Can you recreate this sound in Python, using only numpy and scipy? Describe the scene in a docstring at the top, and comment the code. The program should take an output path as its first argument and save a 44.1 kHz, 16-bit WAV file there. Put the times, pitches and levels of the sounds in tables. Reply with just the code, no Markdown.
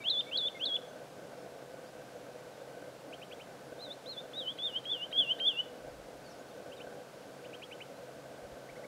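"""On a heathy hill, a woodlark on a boulder sings two phrases with its syrinx (a bird's voice box):
three arched whistles, then seven wavy ones that sink and swell. Short rising chips follow each phrase,
and other small birds call far off. Rocks and heath give a thin echo. Underneath, a motor hums low and
uneven taps rattle a small hollow body, while the air hisses and a few puffs of wind rumble."""
import sys
import numpy as np
from scipy import signal
from scipy.fft import rfft, irfft, next_fast_len
from scipy.io import wavfile
from scipy.ndimage import uniform_filter1d

SR = 44100
rng = np.random.default_rng(int(sys.argv[2]) if len(sys.argv) > 2 else 0)


def pcm_store(signal):
    """Save signal as 16-bit PCM."""
    levels = np.round(np.clip(np.atleast_2d(signal), -1, 1) * 32767)
    wavfile.write(sys.argv[1], SR, levels.astype(np.int16).T)


N = 391158
TIME = np.arange(N) / SR


def syrinx(notes, glide_s, flutter_db, second_db, third_db, waver=0.0032,
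           throat_hz=3750, throat_width_hz=500, throat_db=4):
    """A nearly pure tone follows notes (t/s, f/Hz, level/dB); its third harmonic grows when pushed hard."""
    hz, gain = np.zeros(N), np.zeros(N)
    for note in notes:
        times, pitch, db = np.transpose(note)
        times = np.sort(times)
        span = slice(int(times[0] * SR), int(times[-1] * SR))
        hz[span.start:] = pitch[-1]
        hz[span] = smooth(np.interp(TIME[span], times, pitch), glide_s)
        gain[span] = undb(np.interp(TIME[span], times, db))
    gain = smooth(gain, seconds=0.00076) * undb(flutter_db * wander(200))
    phase = 2 * np.pi * np.cumsum(hz * (1 + waver * wander(405))) / SR
    # a note that starts an octave low rings the throat with its second harmonic: a tiny flick
    flick = undb(throat_db) * np.exp(-((2 * hz - throat_hz) / throat_width_hz) ** 2)
    # the second harmonic is also stronger where the song dips low
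    second = flick + undb(second_db) * (throat_hz / np.maximum(hz, throat_hz / 2)) ** 3
    third = undb(third_db) * gain / undb(-24)  # -24 dB is full voice
    return np.sqrt(2) * gain * (np.sin(phase) + second * np.sin(2 * phase) + third * np.sin(3 * phase))


def arched_whistles(leap_half_s=0.0034):
    """The lark climbs, breaks, leaps, sags, holds and drops, three times and never quite alike."""
    # the shape they share: t from the leap/s, f/Hz, level/dB
    arch = [(-.062, 2570, -45.5), (-.041, 3060, -33), (-.026, 3250, -31.5), (-.012, 3475, -25),
            (-.006, 3220, -39), (0, 4440, -28.5), (.004, 4060, -26.5), (.014, 3780, -27.5),
            (.028, 3530, -34.5), (.05, 3428, -33.5), (.075, 3410, -32.5), (.094, 3530, -31),
            (.105, 3603, -30.5), (.112, 2970, -36.5)]
    # each whistle: leap t/s, climb shift/Hz, leap shift/Hz, hold shift/Hz, leap gain/dB, end gain/dB
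    arches = [(.100, 3.5, -130, 24, -2, -0.5), (0.375, 4.5, 130, -0.5, -4, -0.5),
              (.657, -30, 80, -115, -5.5, -0.5)]
    # a soft low note before each: t/s, length/s, start f/Hz, end f/Hz, level/dB
    lead_ins = [(.001, 0.034, 2330, 2280, -51.5), (.262, 0.041, 2215, 2300, -55),
                (.545, 0.039, 2166, 2110, -50.5)]
    t, hz, db = np.transpose(arch)
    notes = []
    for leap, climb_hz, leap_hz, hold_hz, leap_db, end_db in arches:
        shift_hz = np.interp(t, [-leap_half_s, 0, leap_half_s], [climb_hz, leap_hz, hold_hz])
        shift_db = np.interp(t, [0, t[-1]], [leap_db, end_db])
        notes.append(np.column_stack([leap + t, hz + shift_hz, db + shift_db]))
    song = syrinx(notes, glide_s=0.0012, flutter_db=1.0, second_db=-42, third_db=-43)
    return song + slides(lead_ins, knee=0.97, fade=0.16, swell_db=1.5, second_db=-26)


def wavy_whistles(settle_s=0.006, release_db=-17):
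    """The lark climbs to a loud crest, sinks, then swells as it lifts; the phrase gets lower and louder."""
    # each whistle: t/s, climb/s, sink/s, lift/s, place of the swell in the lift (0-1),
    # start f/Hz, crest f/Hz, trough f/Hz, end f/Hz, lateness of the climb,
    # start level/dB, crest level/dB, dip level/dB, swell level/dB
    waves = [(3.785, 0.045, 0.073, 0.039, 0.36, 3480, 4160, 3480, 4250, .95, -57, -46.5, -60, -42.5),
             (4.061, .047, 0.0605, .046, 0.4, 3720, 4260, 3444, 3670, .6, -51, -42, -62, -39),
             (4.335, .052, 0.073, 0.067, 0.4, 3540, 3885, 2980, 3460, 1.3, -48.5, -38, -50, -34),
             (4.588, 0.07, 0.073, .06, .67, 3384, 3660, 2860, 3280, 1.4, -41, -33.5, -55, -32.5),
             (4.855, 0.064, .077, .066, 0.64, 3250, 3546, 2790, 3155, 1.8, -43, -32, -50, -36.5),
             (5.129, .063, 0.08, 0.063, 0.77, 3213, 3474, 2742, 3185, 2.4, -38.5, -24, -46.5, -27.5),
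             (5.402, .075, 0.073, .068, 0.83, 3160, 3536, 2710, 3030, 2.8, -37, -25.5, -50.5, -29.5)]
    # a scoop up from almost an octave below: t from the start/s, share of the start pitch, gain/dB
    scoop_shape = [(-.013, .57, -19), (-.005, .61, -17.5), (0, 0.95, 1)]
    notes = []
    for k, (start, climb, sink, lift, place, start_hz, crest_hz, trough_hz, end_hz, lateness,
            start_db, crest_db, dip_db, swell_db) in enumerate(waves):
        crest, trough, end = start + np.cumsum([climb, sink, lift])
        swell = trough + place * lift
        t = np.linspace(start + settle_s, end, 200)
        hz = (start_hz + (crest_hz - start_hz) * ease(t, start, crest, lateness)
              + (trough_hz - crest_hz) * ease(t, crest, trough, lateness=0.69)
              + (end_hz - trough_hz) * ease(t, trough, end, lateness=1.15))
        loudness = [(start + 0.36 * climb, start_db),
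                    (crest - 0.002, crest_db), (crest + 0.011, crest_db),
                    (crest + 0.84 * sink, dip_db),
                    (swell - 0.0057, swell_db), (swell, swell_db),
                    (end, swell_db + release_db)]
        note = np.column_stack([t, hz, np.interp(t, *np.transpose(loudness))])
        scoop = [(start + offset, start_hz * share, start_db + db) for offset, share, db in scoop_shape]
        notes.append(np.vstack([scoop, note]) if k else note)  # the first whistle has no scoop
    return syrinx(notes, glide_s=0.0016, flutter_db=1.1, second_db=-46, third_db=-39.5)


def chips(ground_delay_s=0.004, ground_db=-15):
    """Short rising calls also arrive by way of the ground, which ripples their sweep."""
    # each chip: t/s, length/s, start f/Hz, end f/Hz, level/dB
    calls = [(3.122, 0.028, 2060, 3220, -51), (3.212, 0.03, 2090, 3170, -52.5),
             (3.307, 0.034, 1960, 3430, -52.5), (3.392, 0.036, 1910, 3160, -55),
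             (6.713, 0.029, 2438, 3200, -55), (6.797, 0.029, 2110, 3110, -53.5),
             (7.439, 0.026, 1990, 3080, -57), (7.526, 0.032, 2070, 3240, -52.5),
             (7.615, 0.034, 1950, 3370, -50), (7.707, .033, 1900, 3100, -51),
             (7.799, 0.032, 1800, 3100, -49.5), (8.684, 0.021, 1690, 2340, -56.5),
             (8.756, 0.019, 1750, 2220, -57.5), (8.831, .024, 1710, 2270, -57)]
    direct = slides(calls, knee=0.72, fade=0.25, swell_db=4, second_db=-28)
    return direct + undb(ground_db) * np.interp(TIME - ground_delay_s, TIME, direct)


def far_birds():
    """Small birds far off whistle faint, high slides."""
    # each call: t/s, length/s, start f/Hz, end f/Hz, level/dB
    calls = [(.002, 0.064, 3720, 3690, -64), (.135, .018, 5900, 6150, -70), (.192, 0.033, 4840, 4770, -64),
             (.56, 0.06, 5770, 5800, -74), (.87, 0.041, 6050, 6300, -70), (1.35, 0.12, 5520, 5150, -75),
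             (1.842, .025, 4850, 4500, -71), (1.865, .025, 4520, 5000, -70), (6.235, .07, 4840, 4280, -66),
             (6.28, 0.072, 6650, 5000, -68), (6.33, .045, 4500, 4330, -71), (6.375, 0.036, 5900, 7050, -69),
             (6.48, .016, 4420, 4400, -68), (6.503, .02, 3800, 3480, -66),
             (6.762, 0.034, 3980, 3600, -63.5), (7.94, 0.051, 4200, 4050, -73)]
    return slides(calls, knee=0.72, fade=0.35, swell_db=1.5, second_db=-42)


def hillside(sound, echo_db):
    """Adds a few rock echoes, quick scatter from the heath and a later wash from the slope."""
    # echoes from nearby rocks: delay/s, relative level/dB
    rocks = [(.0105, -15.5), (.019, -29), (.031, -23)]
    heath, slope = (-25, 0.27, 0), (-26, 0.49, 0.049)  # relative level/dB, time to fade 60 dB/s, delay/s
    echoes = np.zeros(SR)
    for db, fade_s, delay in (heath, slope):
        t = np.maximum(TIME[:SR] - delay, 0)
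        build_up = 1 - np.exp(-t / 0.013)
        tail = rng.standard_normal(SR) * die_away(t, fade_s) * build_up
        echoes += undb(db) * tail / np.linalg.norm(tail)
    for delay, db in rocks:
        add(echoes, delay, undb([db]))
    return sound + undb(echo_db) * signal.fftconvolve(sound, echoes)[:N]


def rattle(taps_per_s=420, scatter_db=1.5, throb_db=1.4, contact_s=0.00057):
    """Dense uneven taps, and now and then a firmer tick, ring the small hollow body of a machine."""
    # the body's ringing tones: f/Hz, time to fade 60 dB/s, relative energy/dB
    body = [(295, 0.039, -7), (387, 0.12, -12.5), (496.5, 0.07, 0), (568, 0.091, -3), (611.7, 0.052, -3.5),
            (698, 0.059, -5), (802.5, 0.06, -16), (1496, 0.042, -12), (1568, 0.033, -12)]
    # the firmer ticks: t/s, level/dB
    ticks = [(.883, -45), (1.621, -39), (2.355, -43), (2.82, -38.5), (3.721, -38), (5.878, -38.5),
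             (6.599, -39), (6.868, -36.5), (6.921, -38), (7.0, -42), (7.258, -49)]
    t = TIME[:SR // 6]
    ring = sum((-1) ** k * undb(db) / np.sqrt(fade_s) * die_away(t, fade_s) * np.sin(2 * np.pi * hz * t)
               for k, (hz, fade_s, db) in enumerate(body))
    ring /= np.abs(ring).max()
    taps = (rng.random(N) < taps_per_s / SR) * rng.choice([-1, 1], N)
    taps = taps * undb(scatter_db * rng.standard_normal(N).clip(-2, 2))
    taps *= undb(throb_db * wander(25))
    rise_db = np.interp(TIME, [0, 0.44], [-54, -51])
    out = set_level(signal.fftconvolve(taps, ring)[:N], rise_db)
    for start, db in ticks:
        click = 0.33 * smooth(rng.standard_normal(len(t)), seconds=0.0001) * np.exp(-t / contact_s)
        add(out, start, undb(db) * (ring + click))
    return cut_bass(out, hz=83)  # so small a body gives off no bass


def motor_hum(hz=134.6, drift=0.0196, waver_db=-2.5):
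    """A low motor tone wanders in pitch and strength."""
    phase = 2 * np.pi * np.cumsum(hz * (1 + drift * wander(17.3))) / SR
    return set_level(np.sin(phase) * undb(waver_db * wander(18)), db=-66.5)


def air():
    """The open hill hisses evenly; puffs of wind rumble briefly on the microphone."""
    # the hiss of open air and microphone: f/Hz, relative level/dB
    hiss = [(20, -31), (40, -14), (85, -12.5), (160, 0), (260, -2.5), (450, 2), (750, 0.5), (1000, -5.5),
            (1350, -6.5), (1900, -11), (4500, -16), (7000, -19.5), (10500, -23.5), (15500, -30.5)]
    # puffs of wind: middle t/s, length/s, peak level/dB
    puffs = [(5.95, 0.27, -60), (6.22, 0.25, -69), (8.44, 0.037, -57), (8.53, .03, -62),
             (8.727, 0.039, -59)]
    gusts = sum(undb(db) * np.exp(-(2 * (TIME - middle) / length) ** 2) for middle, length, db in puffs)
    rumble = noise([(15, -14), (45, 1), (120, -12), (400, -34), (2000, -80)])
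    return set_level(noise(hiss), db=-53.5) + gusts * set_level(rumble, db=0)


def slides(calls, knee, fade, swell_db, second_db):
    """Short tones glide straight, then level off at the knee; knee and fade are shares of their length."""
    out = np.zeros(N)
    for start, length, from_hz, to_hz, db in calls:
        progress = np.linspace(0, 1, int(length * SR))
        glide = progress / (1 + (progress / knee) ** 8) ** (1 / 8)
        phase = 2 * np.pi * np.cumsum(from_hz + (to_hz - from_hz) * glide / glide[-1]) / SR
        tone = np.sin(phase) + undb(second_db) * np.sin(2 * phase)
        soft_ends = ease(np.minimum(progress, 1 - progress), 0, fade)
        add(out, start, set_level(tone * soft_ends * undb(swell_db * progress), db))
    return out


def undb(db):
    """Turns decibels into a gain."""
    return 10 ** (np.asarray(db) / 20)


def set_level(sound, db):
    """Scales a sound to an average (rms) level."""
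    return sound * undb(db) / np.sqrt(np.mean(sound ** 2))


def ease(t, start, end, lateness=1):
    """An S-shaped move from 0 to 1; a lateness over 1 holds it back."""
    return np.sin(np.pi / 2 * np.clip((t - start) / (end - start), 0, 1) ** lateness) ** 2


def die_away(t, fade_s):
    """A gain that falls 60 dB in fade_s."""
    return np.exp(-np.log(1000) * t / fade_s)


def smooth(curve, seconds):
    """Rounds the corners of a curve."""
    size = max(int(seconds * SR), 1)
    return uniform_filter1d(uniform_filter1d(curve, size), size)


def wander(rate):
    """A smooth random curve, about 1 in size, that changes about rate times a second."""
    size = next_fast_len(N, True)
    hz = np.arange(size // 2 + 1) * SR / size
    spectrum = rfft(rng.standard_normal(size)) / (1 + (2 * hz / rate) ** 4)
    return set_level(irfft(spectrum, size)[:N], db=0)


def noise(points):
    """Noise shaped by points of f/Hz, level/dB."""
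    hz, db = np.transpose(points)
    size = next_fast_len(N, True)
    all_hz = np.maximum(np.arange(size // 2 + 1) * SR / size, 1)
    gain = undb(np.interp(np.log(all_hz), np.log(hz), db))
    return irfft(rfft(rng.standard_normal(size)) * gain, size)[:N]


def cut_bass(sound, hz):
    """Turns down everything below a frequency."""
    return signal.sosfilt(signal.butter(2, hz, "high", fs=SR, output="sos"), sound)


def add(track, start_s, sound):
    """Mixes a sound into a track."""
    i = int(np.clip(start_s * SR, 0, N - 1))
    track[i:i + len(sound)] += sound[:N - i]


def scene():
    """The lark and its neighbours echo on the hill, over the machine and the air."""
    birds = hillside(arched_whistles() + wavy_whistles(), echo_db=-0.5)
    birds += hillside(chips(), echo_db=1)
    birds += hillside(far_birds(), echo_db=9)
    return (birds + rattle() + motor_hum() + air())[None]


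def record(dry, low_cut_hz=28, top_hz=15700):
    """Drops the deepest rumble and the highest treble."""
    treble_cut = signal.ellip(12, 0.1, 70, top_hz, fs=SR, output="sos")
    return signal.sosfilt(treble_cut, cut_bass(dry, low_cut_hz))


dry = scene()
out = record(dry)
pcm_store(out)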